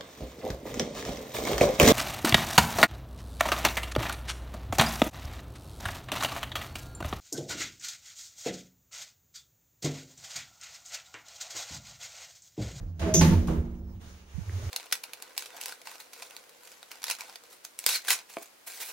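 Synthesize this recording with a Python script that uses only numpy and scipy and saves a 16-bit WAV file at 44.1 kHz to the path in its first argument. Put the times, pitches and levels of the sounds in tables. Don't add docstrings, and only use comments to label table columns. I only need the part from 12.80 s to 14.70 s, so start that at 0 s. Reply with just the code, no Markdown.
import sys
import numpy as np
from scipy import signal
from scipy.fft import rfft, irfft
from scipy.io import wavfile

SR = 44100
rng = np.random.default_rng(int(sys.argv[2]) if len(sys.argv) > 2 else 0)


def transcribe(u):
    v = np.clip(np.atleast_2d(u).T, -1, 1)
    q = np.round(v * 32767).astype(np.int16)
    wavfile.write(sys.argv[1], SR, q)


def gain_from_decibels(decibels):
    exponent = np.asarray(decibels, float) / 20
    return 10 ** exponent


N = 83790

# start in seconds, level into the panels in dB, clatter level in dB,
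# clatter tilt in dB per octave, rise in seconds.
DOOR_BLOWS = [
    (0.193, -33.5, -45, 3, 0.0051),
    (0.214, -31.5, -39, -1, 0.0082),
    (.262, -29.5, -42, 0.5, 0.014),
    (0.3409, -23.5, -40, 8, .002),
    (0.4098, -14, -29, 3, .003),
    (.445, -20.5, -48.5, 8, 0.0035),
    (.505, -21.5, -59, -11, .008),
    (0.671, -29.5, -53, 6.5, 0.002),
    (.683, -27.5, -44, -4.5, 0.00795),
    (.705, -26.5, -57, 5.5, .008),
]


def rms_one(x):
    return x / np.sqrt(np.mean(x ** 2) + 1e-20)


def in_time(rows):
    s, *columns = np.transpose(rows)
    return [np.interp(np.arange(N) / SR, s, c) for c in columns]


def at_hz(points, hz):
    table_hz, values = np.transpose(points)
    return np.interp(np.log(hz), np.log(table_hz), values)


def drift(rate):
    r = np.exp(-80 * np.pi * rate / SR)
    slow = signal.lfilter([1], [1, -2 * r, r * r], rng.standard_normal(N // 40 + 2002))[2000:]
    return np.interp(np.arange(N) / 40, np.arange(len(slow)), rms_one(slow))


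def ring(clicks, hz, t60):
    r = 1000 ** (-1 / (t60 * SR))
    w = 2 * np.pi * hz / SR
    return signal.lfilter([0, np.sin(w)], [1, -2 * r * np.cos(w), r * r], clicks + 1e-18)


def dying(start, rise, t60):
    t = np.maximum(np.arange(N) / SR - start, 0)
    return (1 - np.exp(-t / max(rise, 1e-4))) * np.exp(-np.log(1000) * t / t60)


def sides(hz):
    # frequency in Hz, left minus right in dB.
    balance = [(60, -3), (110, -2), (200, -2.5), (380, -4), (700, -1.5), (1290, -1), (2380, -2.5),
               (4400, 1), (8120, 0.5), (15000, -21.5)]
    return gain_from_decibels(at_hz(balance, hz) * np.array([[.5], [-.5]]))


def banded(gain_of_band, patchy_db):
    # frequency in Hz, share of sound common to both sides.
    likeness = [(60, 0.99), (250, 0.77), (1000, 0.0095), (3000, 0.18), (6000, .02)]
    out, together, edges = 0, drift(8), np.geomspace(25, 16300, 24)
    white = rng.standard_normal((2, 2, N))
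    for k, (low, high) in enumerate(zip(edges, edges[1:])):
        band = signal.butter(2, [low, high], "band", fs=SR, output="sos")
        mid, side = signal.sosfilt(band, white[k % 2])
        hz = np.sqrt(low * high)
        alike = np.clip(at_hz(likeness, hz), -1, 1)
        gain = gain_of_band(hz) * gain_from_decibels(patchy_db * (0.84 * together + drift(9.7)))
        stereo = np.sqrt(1 + alike) * mid + np.sqrt(1 - alike) * side * [[1], [-1]]
        out = out + gain * sides(hz) * stereo
    return out


def swelling(swells):
    out, t = 0, np.arange(N) / SR
    wobble = np.cumsum(1 + .03 * drift(10)) / SR
    for start, length, hz, db in swells:
        swell = np.sin(np.pi * np.clip((t - start) / length, 0, 1))
        out = out + gain_from_decibels(db) * swell * np.sin(2 * np.pi * hz * wobble) * sides(hz)
    return np.sqrt(2) * out


def panels():
    # frequency in Hz, level in dB, t60 in seconds.
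    panel_modes = [(157.4, -3, 0.47), (181.3, -6.5, 0.42), (302, -21, 0.96), (333.1, -8.5, 0.25),
                   (400.6, -20, 0.58), (488, -24, 0.24), (539, -20, 0.16), (876, -17, 0.081),
                   (1085, -26.5, 0.082), (2420, -37, 0.14)]
    push_s, touches_per_s = 0.026, 500
    touches = (rng.random(N) < touches_per_s / SR) * rng.standard_normal(N) * .5
    chance, out = rng.standard_normal((len(DOOR_BLOWS), len(panel_modes))), 0
    for k, (hz, mode_db, t60) in enumerate(panel_modes):
        clicks = np.zeros(N)
        for (s, db, _, _, rise), luck in zip(DOOR_BLOWS, chance[:, k]):
            strength = gain_from_decibels(db + mode_db + 2.5 * luck) * np.sign(luck)
            clicks += strength * np.roll(touches, 997 * k) * dying(s, rise, push_s * np.log(1000))
            clicks[int((s + rise) * SR)] += strength
        out = out + ring(clicks, hz, t60) * sides(hz)
    return out


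def clatter():
    # frequency in Hz, level in dB per Hz.
    colour = [(100, -11), (250, -2), (450, 8.5), (900, 5.5), (2300, 0), (5000, -9), (9000, -18.5),
              (15500, -33)]
    # frequency in Hz, t60 in seconds.
    decay = [(150, 1.51), (500, 0.7), (1500, 0.55), (4000, 0.48), (9000, 0.47), (14000, 0.51)]
    crack_db, crack_t60_s = 3.5, 0.034

    def gain(hz):
        t60, power = at_hz(decay, hz), 0
        for s, _, db, tilt, rise in DOOR_BLOWS:
            crack = gain_from_decibels(crack_db) * dying(s, rise * 0.64, crack_t60_s)
            level = gain_from_decibels(db + tilt * np.log2(hz / 2000))
            power = power + (level * (dying(s, rise, t60) + crack)) ** 2
        return np.sqrt(power) * gain_from_decibels(at_hz(colour, hz) - at_hz(colour, 2000) + 7)
    return banded(gain, patchy_db=-1.0)


def latch():
    mode_hz = [2800, 3520, 4958, 5752, 5997, 6071, 6366, 6584, 6783, 7086, 7279, 10800, 13240, 14840]
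    # level in dB, t60 in seconds.
    mode_decay = [(-23, 0.067), (-14, 0.39), (-15.5, 1), (-6.5, 1), (-6, 1), (-8.5, 0.41), (-13, .2),
                  (-1.5, 0.4), (-12, 0.22), (-10, 0.4), (-3.5, 0.14), (-13.5, 0.31), (-15.5, 0.15),
                  (-21, 0.16)]
    snap_s, snap_db, chatter_s, hiss_db = .3403, -21, 0.0071, -27
    damped_s, damp_db, damp_db_per_s = .405, -10, -70
    out, t = 0, np.arange(N) / SR
    for hz, (db, t60) in zip(mode_hz, mode_decay):
        chatter = rng.standard_normal((2, N)) * dying(snap_s, 0.00051, chatter_s * np.log(1000)) * 0.038
        chatter[[0, 1], int(snap_s * SR) + np.array([0, 2])] += 1
        steady = 4000 < hz < 9000
        flutter = 1 + .2 * drift(40) if steady else drift(150)
        out = out + flutter * ring(chatter, hz, t60) * gain_from_decibels(snap_db + db) * sides(hz)
    since = np.maximum(t - damped_s, 0)
    out = out * gain_from_decibels(damp_db * np.minimum(since / 0.022, 1) + damp_db_per_s * since)
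    band = signal.butter(4, [5650, 7500], "band", fs=SR, output="sos")
    dense = signal.sosfilt(band, rng.standard_normal((2, N)))
    decay = dying(snap_s, 0.0024, 0.27)
    decay = decay + 0.44 * dying(snap_s + 0.013, .004, 0.2)
    decay = decay + 0.064 * dying(snap_s, 0.012, 0.55)
    return out + gain_from_decibels(hiss_db) * rms_one(dense) * decay


def rebound():
    # frequency in Hz, level in dB, t60 in seconds.
    rebound_modes = [(9000, -6, .3), (9179, -13.5, .2), (11500, 2.5, 0.2), (13600, -10, .15),
                     (14680, -2, 0.095)]
    out = 0
    for hz, db, t60 in rebound_modes:
        chatter = rng.standard_normal((2, N)) * dying(.443, .001, 0.015) * .1
        out = out + (1 + 0.44 * drift(80)) * ring(chatter, hz, t60) * gain_from_decibels(-41.5 + db) * sides(hz)
    return out


def ticks():
    # start in seconds, level in dB, frequency in Hz, t60 in seconds.
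    contacts = [(.4103, -23, 2200, .01), (.4106, -26, 3800, .006), (.4115, -31, 900, .03),
                (0, -36, 1500, .002), (.0002, -40, 5000, .001), (.682, -33, 1150, .035),
                (.6835, -35, 800, .03), (.685, -37, 1500, .03), (1.6955, -34, 1900, .007),
                (1.696, -41, 1000, .003), (1.892, -33, 2600, .002), (1.893, -37, 620, .01)]
    out = np.zeros(N)
    for s, db, hz, t60 in contacts:
        click = np.zeros(N)
        click[int(s * SR)] = gain_from_decibels(db)
        out += ring(click, hz, t60)
    return signal.lfilter([.5], [1, -.5], out)


def panes():
    # frequency in Hz, level in dB, t60 in seconds.
    glass_modes = [(183.4, -25.5, 1.625), (234.7, -19, 1.09), (158.3, -38, 0.46), (340.2, -19.5, 1.2)]
    # start in seconds, level in dB.
    pushes = [
        (0.237, -9.5),
        (.415, 4),
        (0.508, -9),
        (.70, -11),
    ]
    clicks = sum(gain_from_decibels(db) * dying(s, 0.0034, 0.013) for s, db in pushes)
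    clicks = clicks / dying(0, 0.0034, 0.0079).sum()
    return sum(ring(clicks, hz, t60) * gain_from_decibels(db) * sides(hz) for hz, db, t60 in glass_modes)


def buzz():
    # start in seconds, end in seconds, first frequency in Hz, last frequency in Hz, level in dB.
    tones = [
        (0.2025, .318, 664, 640, -37.5),
        (0.28, .398, 626, 648, -30.5),
        (0.37, .41, 175, 178, -18.5),
        (.343, 0.37, 400, 345, -27.5),
        (-0.39, 0.29, 170, 156, -47.5),
        (.26, .3, 405, 400, -34),
    ]
    out, t = 0, np.arange(N) / SR
    for start, end, first_hz, last_hz, db in tones:
        share = (t - start) / (end - start)
        held = np.clip(share, 0, 1)
        gate = np.clip(np.minimum(share, 1 - share) / 0.016, 0, 1)
        gate = gate * gain_from_decibels(db - 1.4 * held + 2.2 * drift(32))
        hz = (first_hz + (last_hz - first_hz) * held) * (1 + 0.0048 * drift(33))
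        out = out + gate * np.sin(2 * np.pi * np.cumsum(hz) / SR) * sides(first_hz)
    return out


def leaf_flex():
    # start in seconds, length in seconds, frequency in Hz, peak rms in dB.
    bends = [(0.31, 0.084, 140, -34.5), (.225, 0.077, 340, -33), (0.281, .05, 176, -32.5),
             (.41, 0.051, 410, -34.5), (.43, 0.058, 172, -19), (.474, 0.039, 182, -23),
             (0.42, 0.017, 339, -35), (0.52, 0.032, 890, -35), (0.52, 0.012, 1400, -44),
             (0.41, 0.031, 880, -45), (.69, .07, 318, -34.5), (0.5, 0.073, 159.3, -26.5),
             (0.33, 0.075, 540, -38)]
    return swelling(bends)


def floor_shudder():
    # start in seconds, length in seconds, frequency in Hz, peak rms in dB.
    heaves = [(0, 0.092, 39.4, -33), (0.043, 0.16, 88.1, -36.5), (0.197, 0.091, 80.2, -27.5),
              (.29, 0.1, 81.3, -33), (0.384, 0.1, 85, -19), (0.494, 0.14, 87, -19), (.66, 0.1, 66, -33),
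              (0.77, 0.051, 75, -20.5), (.85, 0.14, 62, -43), (.97, .16, 72, -39.5),
              (1.14, 0.22, 75.3, -52), (1.29, 0.13, 76, -50), (1.44, 0.14, 71.1, -50.5),
              (1.61, .05, 90.9, -37.5), (1.665, 0.061, 93, -32), (1.715, 0.088, 91, -28.5),
              (1.828, 0.031, 95.9, -31.5), (1.858, .04, 92, -31)]
    return swelling(heaves)


def squeak():
    start_s, end_s = .98, 1.15
    share = (np.arange(N) / SR - start_s) / (end_s - start_s)
    band = signal.butter(2, (5150, 5500), "band", fs=SR, output="sos")
    air = signal.sosfilt(band, rng.standard_normal((2, N)))
    gate = np.clip(np.minimum(share, 1 - share) * 10, 0, 1)
    return gain_from_decibels(-83 + 8 * np.clip(share, 0, 1) + 2 * drift(20)) * gate * rms_one(air)


def finger():
    # start in seconds, length in seconds, frequency in Hz, peak rms in dB.
    shifts = [
        (1.54, .04, 75.6, -30),
        (1.578, 0.019, 160.1, -26.5),
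        (1.595, .04, 72.9, -32),
    ]
    left_db = -29
    return swelling(shifts) * gain_from_decibels([[left_db], [0]])


def knocks():
    # start in seconds, level in dB, frequency in Hz, t60 in seconds.
    bumps = [
        (1.78, -51.5, 390, 0.071),
        (1.82, -50.5, 615, 0.044),
        (1.697, -44, 365, 0.012),
    ]
    out = np.zeros(N)
    for s, db, hz, t60 in bumps:
        click = np.zeros(N)
        click[int(s * SR)] = gain_from_decibels(db)
        out += ring(ring(click, hz, t60), hz, t60) * np.e * np.log(1000) * 2 / (t60 * SR)
    return out


def rustle():
    # time in seconds, effort in dB.
    effort = [(1.215, -62), (1.3, -62), (1.35, -63.5), (1.45, -67), (1.53, -62), (1.6, -59), (1.8, -56.5),
              (1.9, -54)]
    # frequency in Hz, level in dB per Hz.
    colour = [(120, -16), (200, -14), (300, -16), (400, -8.5), (564, -16), (812, -13.5), (6590, -23),
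              (13600, -35.5), (15500, -42.5)]
    db, = in_time([(effort[0][0] - .045, -95)] + list(effort))
    hiss = rms_one(banded(lambda hz: gain_from_decibels(at_hz(colour, hz)), patchy_db=1.1))
    return gain_from_decibels(db + 6.5) * (db > -95) * hiss


def background():
    # frequency in Hz, level in dB per Hz.
    colour = [(15, -32), (25, -13.5), (91, -2), (119, -24), (183, -17.5), (2300, -51), (5280, -52),
              (8580, -58.5), (13500, -65), (15500, -65)]
    # time in seconds, level in dB.
    rumble_level = [(0, -41), (.15, -46), (.4, -28), (.9, -41), (1.15, -45.5), (1.5, -57.5), (1.6, -43.5),
                    (1.9, -39.5)]
    db, = in_time(rumble_level)
    whine = gain_from_decibels(-72.5 + 3.5 * drift(4.2)) * np.sin(2 * np.pi * 15690 * np.arange(N) / SR)
    return gain_from_decibels(db) * rms_one(banded(lambda hz: gain_from_decibels(at_hz(colour, hz)), patchy_db=-2.5)) + whine


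def car(x):
    t60_s, wall_cut_hz = .4, 4400
    out, dull = np.zeros((2, N)), np.exp(-2 * np.pi * wall_cut_hz / SR)
    lags = (rng.uniform(.008, .025, 12) * SR).astype(int)
    for k, lag in enumerate(lags):
        loop, gain, state = x.copy(), gain_from_decibels(-60 * lag / SR / t60_s), [0.]
        for i in range(lag, N, lag):
            back, state = signal.lfilter([gain * (1 - dull)], [1, -dull], loop[i - lag:i], zi=state)
            loop[i:i + lag] += back[:N - i]
        out[k % 2] += (loop - x) * (-1) ** (k // 2)
    return out


def scene():
    struck = panels() + latch() + rebound() + buzz() + ticks()
    reverberant = gain_from_decibels(-20) * car(struck.mean(axis=0))
    close = knocks() * sides(150) + panes() + floor_shudder() + leaf_flex() + finger()
    return struck + reverberant + close + squeak() + clatter() + rustle() + background()


def top_cut(x):
    return signal.sosfilt(signal.butter(12, 16830, fs=SR, output="sos"), x)


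def record(dry):
    # frequency in Hz, microphone gain in dB.
    response = [(5000, 0), (6500, 4), (7200, 2), (7900, -6), (9200, 3), (10300, -4), (13000, -1),
                (15700, -2)]
    hz = np.arange(1, N // 2 + 2) * SR / N
    top_step = -26 * (hz > 15800)
    low_cut = -10 * np.log10(1 + (38 / hz) ** 2)
    hollow = -1.5 * np.exp(-(np.log(hz / 120.6) / 0.23) ** 2)
    colour = at_hz(response, hz) + top_step + low_cut + hollow
    mix = irfft(rfft(dry) * gain_from_decibels(colour), N)
    return top_cut(mix)


dry = scene()
out = record(dry)
transcribe(out)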